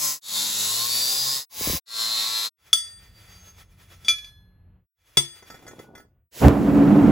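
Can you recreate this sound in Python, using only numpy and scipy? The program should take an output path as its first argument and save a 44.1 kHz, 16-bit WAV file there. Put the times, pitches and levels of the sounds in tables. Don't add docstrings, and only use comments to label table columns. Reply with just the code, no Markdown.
import sys
import numpy as np
from scipy import signal
from scipy.fft import rfft, irfft, next_fast_len
from scipy.io import wavfile
from scipy.ndimage import uniform_filter1d, map_coordinates

SR = 44100
rng = np.random.default_rng(int(sys.argv[2]) if len(sys.argv) > 2 else 0)


def generate_wav(sig):
    pcm = np.round(np.clip(np.atleast_2d(sig).T, -1, 1) * 32767).astype(np.int16)
    wavfile.write(sys.argv[1], SR, pcm)


N = 313533

# start/s, end/s, fade-in/s, fade-out/s
PASSAGES = [(-.1, 0.201, 0.14, 0.14), (0.21, 1.458, 0.16, 0.09), (1.491, 1.801, 0.14, 0.033),
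            (1.856, 2.497, 0.14, 0.034), (2.56, 4.875, 0.11, 0.11), (4.935, 6.304, .22, 0.11),
            (6.308, 7.296, 0.095, .1)]
# t/s, speed/(turns per s)
DISC_SPEEDS = [
    [(0, 151), (.21, 146)],
    [(.212, 94.5), (.44, 98), (.55, 101.5), (.72, 108), (.84, 119.6), (1, 124.6), (1.16, 130.5),
     (1.32, 133.7), (1.47, 135.5)],
    [(1.487, 172), (1.805, 172.6)],
    [(1.845, 115), (2.05, 112.2), (2.2, 111.1), (2.505, 112.8)],
]
# level/dB, gear whine/dB, shaft thrum/dB (the last two are added to the first)
CUT_LEVELS = [(-22.5, -32, -28), (-25.5, -5, -31), (-25.5, -20.5, -47.5), (-27, -6, -36)]
# f/Hz, then level/dB in each of the four cuts
CUT_COLOURS = [(58.6, -41.5, -26, -1, -29), (121, -33, -13.5, -12.5, -18.5), (296, -24.5, -17, -14, -24.5),
               (844, -18.5, -15.5, -10.5, -15), (1390, -19.5, -15, -15.5, -14.5),
               (2197, -17, -14, -9.5, -13), (3220, -16, -11.5, -10, -11), (3690, -10.5, 1.5, -4.5, 2.5),
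               (4365, -8, -1.5, -7.5, -1), (5700, -4.5, -5, -5, -8.5), (7260, -6, -3.5, -9, -9),
               (12400, -7.5, -5.5, -4, -10.5), (18000, -9.5, -9, -5, -16)]
REPEAT_SHARES = [.4, .45, .25, .55]
TONE_MULTIPLES = [
    [7, 34],
    [14, 40, 48],
    [23, 27, 29],
    [10, 12, 17, 38],
]
TONE_LEVELS = [-15, -17, -13, -13]
# f/Hz, width/Hz, level/dB relative to the grit
BAR_MODES = [(1067, 20, 12), (6350, 170, -11.5)]
# f/Hz, likeness 0-1
STEREO_LIKENESS = [(60, .995), (300, .94), (600, .8), (2500, .65), (5000, .8), (8200, .99)]
# t/s, level/dB, pitch drop/Hz
GUSTS = [(1.61, -33, 500), (1.671, -21.5, 626), (1.695, -24, 744), (1.731, -27, 500), (1.745, -28, 297)]
# start/s, end/s, level/dB
SHOP_SPANS = [(2.6, 2.95, -66.5), (3.0, 4.85, -55), (5.0, 6.3, -63.5)]
# f/Hz, level/dB
SHOP_COLOUR = [(30, -3), (90, 5), (170, -10), (300, -20), (3000, -40)]
# f/Hz, level/dB relative to the background
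MOTOR_HUM = [(45.5, -6.5), (91, -3), (181, -10.5)]
# start/s, end/s, level/dB
SLIDES = [(2.6, 3.63, -58), (3.3, 3.37, -52), (3.8, 4.25, -57), (5.02, 5.84, -58.5)]
# f/Hz, level/dB
SCRAPE_COLOUR = [(300, 2), (900, 0), (2400, 2), (5000, -5.5), (8000, -6.5), (12000, -4.5), (15500, -7)]
# start/s, end/s, f/Hz, level/dB
SQUEAKS = [(3.125, 3.4, 4694, -59), (3.333, 3.504, 6350, -55), (5.7, 5.898, 1470, -61)]
STEEL_HZ = [1325, 1460, 1700, 1841, 2035, 2385, 3385, 3420, 4167, 4694, 5080, 5590, 6215, 6392, 6900, 7760,
            8295, 9840, 10575, 10700, 11330, 12010, 15050]
# base decay/s, level/dB landing on edge, level/dB landing flat
STEEL_MODES = [(0.31, -22, -21.5), (0.16, -43, -33.5), (0.81, -58, -35.5), (0.88, -39, -60),
               (0.42, -27.5, -35.5), (0.11, -32, 0), (0.067, -7.5, -25), (0.3, 0, 2), (0.6, -49.5, -27),
               (0.55, -13, -9.5), (0.31, -17.5, -24), (0.18, -10.5, -16), (0.27, -29.5, -16.5),
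               (0.3, -9, -19), (0.11, -24, -19), (0.062, -33.5, -27), (0.34, -7.5, -28), (0.12, -9, -15.5),
               (0.14, -27, -17), (0.075, -9.5, -26), (0.68, -59, -29.5), (0.11, -28.5, -28),
               (.2, -15.5, -49.5)]
# t/s, level/dB, flatness 0-1, settling/s, lasting ring/dB, chatter/dB, knock/dB, left over right/dB
LANDINGS = [(2.73, -9, 0.19, 0.0095, -8, -8, -55.5, 1.5), (4.047, -40.5, 0.42, 0.085, -1.5, -6, -54, 0.5),
            (4.083, -15.5, 0.98, 0.049, -6.5, -7.5, -49.5, 1),
            (4.183, -41.5, 0.92, 0.017, -5, -0.5, -79, -2.5), (4.245, -46, 1, 0.0082, 1.5, -3, -78, 1.5),
            (5.171, -11.5, 0.17, 0.024, -13, -0.5, -26, 2.5)]
# f/Hz, decay/s
WALL_DECAYS = [(600, 0.22), (10000, 0.23)]
# t/s, knock level/dB
RATTLES = [(5.424, -28.5), (5.5006, -23.5), (5.518, -28.5), (5.5423, -27), (5.589, -32.5), (5.6234, -33),
           (5.665, -27.5), (5.6774, -24.5), (5.71, -29.5), (5.79, -27.5), (5.9507, -27.5), (5.9768, -29),
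           (5.998, -31)]
# f/Hz, level/dB
RATTLE_COLOUR = [(1400, 12), (2400, 12), (3400, 10), (4170, -4), (4700, 7), (12000, 1)]
# start/s, end/s, level/dB
BRICK_RUBS = [(5.62, 5.95, -51)]
# f/Hz, level/dB
RUB_COLOUR = [(100, -4), (300, 1), (900, -11.5), (2400, -45)]
# f/Hz, level/dB
HISS_COLOUR = [(1500, 1), (15500, 0.5)]
# f/Hz, level/dB
BOOM_COLOUR = [(30, -19.5), (66, 9), (85, 0), (140, 6.5)]
# f/Hz, width/Hz, level/dB
CHAMBER_MODES = [(165.6, 28, 5), (206, 37, 9), (283, 24.4, 11), (344.8, 31, -5)]
# f/Hz, level/dB
FLAME_COLOUR = [(350, 2.5), (700, -2.5), (1500, -15), (3000, -28), (5000, -41)]
# unlit/dB, flare peak t/s, flare/dB, flare decay/s, burning/dB, change once full/dB
FIRE_LAYERS = [(-53.5, 6.474, -8, 0.13, -29, -1), (-55, 6.455, -10, 0.33, -25, 12.5),
               (-45, 6.45, -13.5, 0.41, -34.5, 10)]
PHASE_FLIPS = [8050, 10150, 12200, 14350]

GEAR_TEETH, RIM_HARMONICS = 37, 128
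BRICKS_START_S, FORGE_START_S = PASSAGES[-2][0], PASSAGES[-1][0]
ANVIL_HZ, BRICKS_HZ = (220.3, 510), (142, 343.8)
CATCH_S, SNAP_S, FIRE_GROWS_S = 6.4, 6.4835, 0.32
TIME = np.arange(N) / SR


def amp(db):
    return 10 ** (np.asarray(db) / 20)


def sine(cycles):
    return np.sin(2 * np.pi * cycles)


def unit(x):
    return x / np.sqrt(np.mean(x ** 2) + 1e-20)


def along(points, hz):
    f, values = np.transpose(points)
    return np.interp(np.log(hz + 1), np.log(f + 1), values)


def colour(points):
    closed = [(points[0][0] / 2, -70), *points, (points[-1][0] * 2, -70)]
    return lambda hz: amp(along(closed, hz))


def resonance(f, hz, width):
    return 1j * f * width / (hz * hz - f * f + 1j * f * width)


def wobble(rate):
    return map_coordinates(rng.standard_normal(int(N * rate / SR) + 4), [TIME * rate])


def filtered(x, response):
    n = x.shape[-1]
    size = next_fast_len(n + 8192)
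    return irfft(rfft(x, size) * response(np.fft.rfftfreq(size, 1 / SR)), size)[..., :n]


def dull_noise(t, hz):
    return signal.sosfilt(signal.butter(2, hz, fs=SR, output="sos"), rng.standard_normal(len(t)))


def spread(pair, response):
    def blend(hz):
        angle = np.arccos(along(STEREO_LIKENESS, hz)) / 2
        return response(hz) * [np.cos(angle), np.sin(angle)]
    mid, side = filtered(pair, blend)
    return unit(np.array([mid + side, mid - side]))


def rush(response, throb_db, rate):
    return spread(rng.standard_normal((2, N)) * amp(throb_db * wobble(rate)), response)


def held(spans, rise, fall):
    return sum(amp(db - rise * np.maximum(start - TIME, 0) - fall * np.maximum(TIME - end, 0))
               for start, end, db in spans)


def rim(turns, weights, life):
    shape, size = (2, int(turns[-1] / life) + 4, RIM_HARMONICS), 8 * RIM_HARMONICS
    bumps = irfft(weights * (rng.standard_normal(shape) + 1j * rng.standard_normal(shape)), size)
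    place = [turns / life, turns % 1 * size]
    return unit(np.array([map_coordinates(side, place, order=1, mode="grid-wrap") for side in bumps]))


def bite(turns, share, cut_colour):
    fresh = rng.standard_normal((2, len(turns))) * (1 + 0.28 * np.cos(2 * np.pi * turns))
    repeating = rim(turns, np.arange(RIM_HARMONICS) > 0, life=20)
    grit = np.sqrt(share) * repeating + np.sqrt(1 - share) * fresh
    bar = lambda f: 1 + sum(amp(db) * resonance(f, hz, width) for hz, width, db in BAR_MODES)
    return spread(grit, lambda f: cut_colour(f) * bar(f))


def gears(turns, speed_share, gate, db):
    offset = np.arange(RIM_HARMONICS) - GEAR_TEETH
    rasp = rim(turns, np.exp(-(offset / 5) ** 2), life=2.8)
    side_tones = rim(turns, 1 / (1 + offset ** 2), life=4)[0]
    free = np.maximum(0.2, 0.5 + 0.5 * np.tanh((speed_share - 0.865) / 0.015))
    clean = free * (1 + 0.38 * wobble(30)[gate]) * sine(GEAR_TEETH * turns)
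    whine = clean + 0.45 * side_tones + 0.4 * sine(2 * GEAR_TEETH * turns)
    return amp(db) * whine + amp(-12 + db / 2) * rasp


def grinder():
    out = np.zeros((2, N))
    colour_hz, *colour_db = np.transpose(CUT_COLOURS)
    bar_hz, bar_width, _ = BAR_MODES[0]
    for cut, (cut_db, gear_db, thrum_db) in enumerate(CUT_LEVELS):
        times, speeds = np.transpose(DISC_SPEEDS[cut])
        gate = (TIME >= times[0]) & (TIME <= times[-1])
        speed = np.interp(TIME[gate], times, speeds)
        speed_share = speed / speed.max()
        turns = np.cumsum(speed) / SR
        grit = bite(turns, REPEAT_SHARES[cut], colour(list(zip(colour_hz, colour_db[cut]))))
        whine = gears(turns, speed_share, gate, gear_db)
        howl = amp(-13) * abs(resonance(9 * speed, bar_hz, 2 * bar_width)) ** 2 * sine(9 * turns)
        multiples = TONE_MULTIPLES[cut]
        tones = sum(np.sqrt(k / max(multiples)) * (1 + 0.35 * wobble(25)[gate]) * sine(k * turns)
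                    for k in multiples)
        tones *= amp(TONE_LEVELS[cut]) * speed_share ** 12
        thrum = amp(thrum_db) * (sine(turns) + 0.69 * sine(2 * turns))
        pressure = amp(cut_db + 0.8 * wobble(9)[gate])
        out[:, gate] = pressure * (grit + whine + howl + tones + thrum)
    return out * amp([[0.6], [-0.6]])


def gusts():
    out, t = np.zeros(N + SR), np.arange(SR // 10) / SR
    for start, db, drop_hz in GUSTS:
        hz = 60 + drop_hz * np.exp(-t / 0.0046)
        ragged = 1 + 0.83 * wobble(526)[:len(t)]
        envelope = amp(db - 60 * t / 0.097) * (1 - np.exp(-t / 0.00017))
        out[round(start * SR):][:len(t)] += envelope * ragged * sine(np.cumsum(hz) / SR)
    return out[:N]


def shop():
    hum = sum(amp(db + 2.5 * wobble(6)) * sine(hz * TIME + 0.12 * wobble(6)) for hz, db in MOTOR_HUM)
    rumble = rush(colour(SHOP_COLOUR), throb_db=0, rate=10)
    return held(SHOP_SPANS, rise=200.5, fall=300) * (rumble + hum * (TIME < BRICKS_START_S))


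def sliding():
    modes = lambda f: 0.5 + sum(amp(edge_db / 3 + 10) * resonance(f, hz, 15)
                                for hz, (_, edge_db, _) in zip(STEEL_HZ, STEEL_MODES))
    scrape = rush(lambda f: colour(SCRAPE_COLOUR)(f) * modes(f), throb_db=3.5, rate=25)
    out = held(SLIDES, rise=189, fall=160.5) * scrape
    for start, end, near_hz, db in SQUEAKS:
        mode_hz = min(STEEL_HZ, key=lambda hz: abs(hz - near_hz))
        envelope = held([(start, end, db)], rise=250, fall=118.5) * amp(3 * wobble(30))
        out += envelope * sine(mode_hz * TIME)
    rumble = rush(colour(RUB_COLOUR), throb_db=4, rate=200)
    return out + held(BRICK_RUBS, rise=105, fall=137) * rumble


def steel_ring(levels_db, t, stretch, longest_s, stutter, flat=0, loose=1, lasting_db=-60):
    hz = np.c_[STEEL_HZ]
    decay = np.minimum(stretch * np.array(STEEL_MODES)[:, :1], longest_s)
    decay *= 1 - 0.75 * flat * (hz == 4694)
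    jitter = np.array([map_coordinates(row, [t * 78], order=1)
                       for row in rng.standard_normal((len(hz), 80))])
    flutter = 1 + stutter * (1 - np.exp(-t / 0.054)) * (decay < 0.6) * jitter
    low_and_short = (hz < 4000) & (decay < 0.7)
    choke = np.where(decay > 1, 1, amp(lasting_db - 8 * low_and_short) + loose)
    return np.sum(amp(levels_db - 60 * t / decay) * flutter * choke * sine(hz * t), 0)


def landings():
    out, t = np.zeros((2, N + SR)), np.arange(SR) / SR
    edge_db, flat_db = np.transpose(STEEL_MODES)[1:, :, None]
    treble_only = signal.butter(4, 1700, "high", fs=SR, output="sos")
    for start, db, flat, settle_s, lasting_db, chatter_db, knock_db, pan_db in LANDINGS:
        levels_db = edge_db + flat * (flat_db - edge_db) + rng.normal(0, 0.33, edge_db.shape)
        loose = np.exp(-(t / settle_s) ** 3)
        ring = steel_ring(levels_db, t, stretch=1.39, longest_s=3, stutter=0.57,
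                          flat=flat, loose=loose, lasting_db=lasting_db)
        grit = signal.sosfilt(treble_only, dull_noise(t, hz=6500))
        chatter = amp(chatter_db - 60 * t / (0.03 + 2.2 * settle_s)) * (loose + 0.14) * grit
        low_hz, high_hz = BRICKS_HZ if start > BRICKS_START_S else ANVIL_HZ
        thud = 6 * amp(-60 * t / 0.08) * dull_noise(t, hz=900)
        knock = amp(knock_db - 60 * t / 0.23) * (sine(low_hz * t) + 0.5 * sine(high_hz * t) + thud)
        blow = amp(db) * (ring + chatter) * (1 - np.exp(-t / 0.00025)) + knock
        out[:, round(start * SR):][:, :len(t)] += blow * amp([[pan_db / 2], [-pan_db / 2]])
    return out[:, :N]


def wall_echo(x):
    hz, t, noise = signal.stft(rng.standard_normal((2, SR // 2)), SR, nperseg=256)
    tail = signal.istft(noise * amp(-60 * t / along(WALL_DECAYS, hz)[:, None]), SR, nperseg=256)[1]
    return signal.fftconvolve(x, tail / np.linalg.norm(tail[0]), axes=1)[:, :N]


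def left_first(hz):
    lead_radians = 1.4 * hz / 3500 * np.exp(-(hz / 6500) ** 6)
    return np.exp(0.5j * np.array([lead_radians, -lead_radians]))


def rattles():
    out, t = np.zeros(N + SR), np.arange(SR // 3) / SR
    for start, db in RATTLES:
        levels_db = along(RATTLE_COLOUR, np.c_[STEEL_HZ]) + rng.normal(0, 4, (len(STEEL_HZ), 1))
        ring = steel_ring(levels_db, t, stretch=1, longest_s=0.11, stutter=0.9)
        knock = amp(-60 * t / 0.045) * dull_noise(t, hz=790)
        grit = 0.16 * amp(-60 * t / 0.043) * dull_noise(t, hz=2780)
        contact = amp(-21 + 1.62 * db) * ring + amp(db) * (knock + grit)
        out[round(start * SR):][:len(t)] += contact * (1 - np.exp(-t / 0.0015))
    return out[:N]


def forge():
    boom = rush(colour(BOOM_COLOUR), throb_db=2, rate=19)
    roar = chamber_roar()
    flame = rush(colour(FLAME_COLOUR), throb_db=1.2, rate=110)
    hiss_db = np.interp(TIME, [SNAP_S - 0.02, SNAP_S + 0.03], [-36.5, -49.5])
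    fire = amp(hiss_db) * rush(colour(HISS_COLOUR), throb_db=0.5, rate=30)
    grown = np.clip((TIME - SNAP_S) / FIRE_GROWS_S, 0, 1)
    for layer, row in zip([boom, roar, flame], FIRE_LAYERS):
        unlit_db, peak_s, flare_db, decay, burning_db, change_db = row
        catch = np.clip((TIME - CATCH_S) / (peak_s - CATCH_S), 0, 1) ** 1.4
        flare = amp(flare_db - 60 * np.maximum(TIME - peak_s, 0) / decay)
        burning = amp(burning_db + change_db * grown)
        fire += np.sqrt(amp(unlit_db) ** 2 + catch ** 2 * (flare ** 2 + burning ** 2)) * layer
    snap_age = np.clip(TIME - SNAP_S, 0, 1) / 0.00019
    snap = amp(-4.5) * (snap_age > 0) * (1 - snap_age) * np.exp(-snap_age)
    return (TIME > FORGE_START_S) * fire * amp([[-1.2], [1.2]]) + snap


def chamber_roar():
    chamber = lambda f: sum(amp(db) * resonance(f, hz, width) ** 2 for hz, width, db in CHAMBER_MODES)
    roar = rush(chamber, throb_db=2.5, rate=52)
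    power = uniform_filter1d(np.mean(roar ** 2, 0), size=3000)
    return roar / np.sqrt(np.abs(power))


def scene():
    steel = landings() + rattles()
    on_bricks = TIME > BRICKS_START_S
    steel = steel * ~on_bricks + filtered(steel * on_bricks, left_first)
    fades = sum(np.clip(np.minimum((TIME - start) / rise, (end - TIME) / fall), 0, 1) ** 1.46
                for start, end, rise, fall in PASSAGES)
    return fades * (grinder() + gusts() + steel + amp(-6) * wall_echo(steel) + sliding() + shop() + forge())


def record(dry):
    rounded = dry / (1 + np.abs(dry / 0.95) ** 6) ** (1 / 6)

    def treble(hz):
        angle = np.pi / 4 * sum(1 + np.tanh((hz - flip_hz) / 220) for flip_hz in PHASE_FLIPS)
        return np.exp(1j * np.array([-angle, angle])) * (hz < 15900)
    return filtered(rounded, treble)


dry = scene()
out = record(dry)
generate_wav(out)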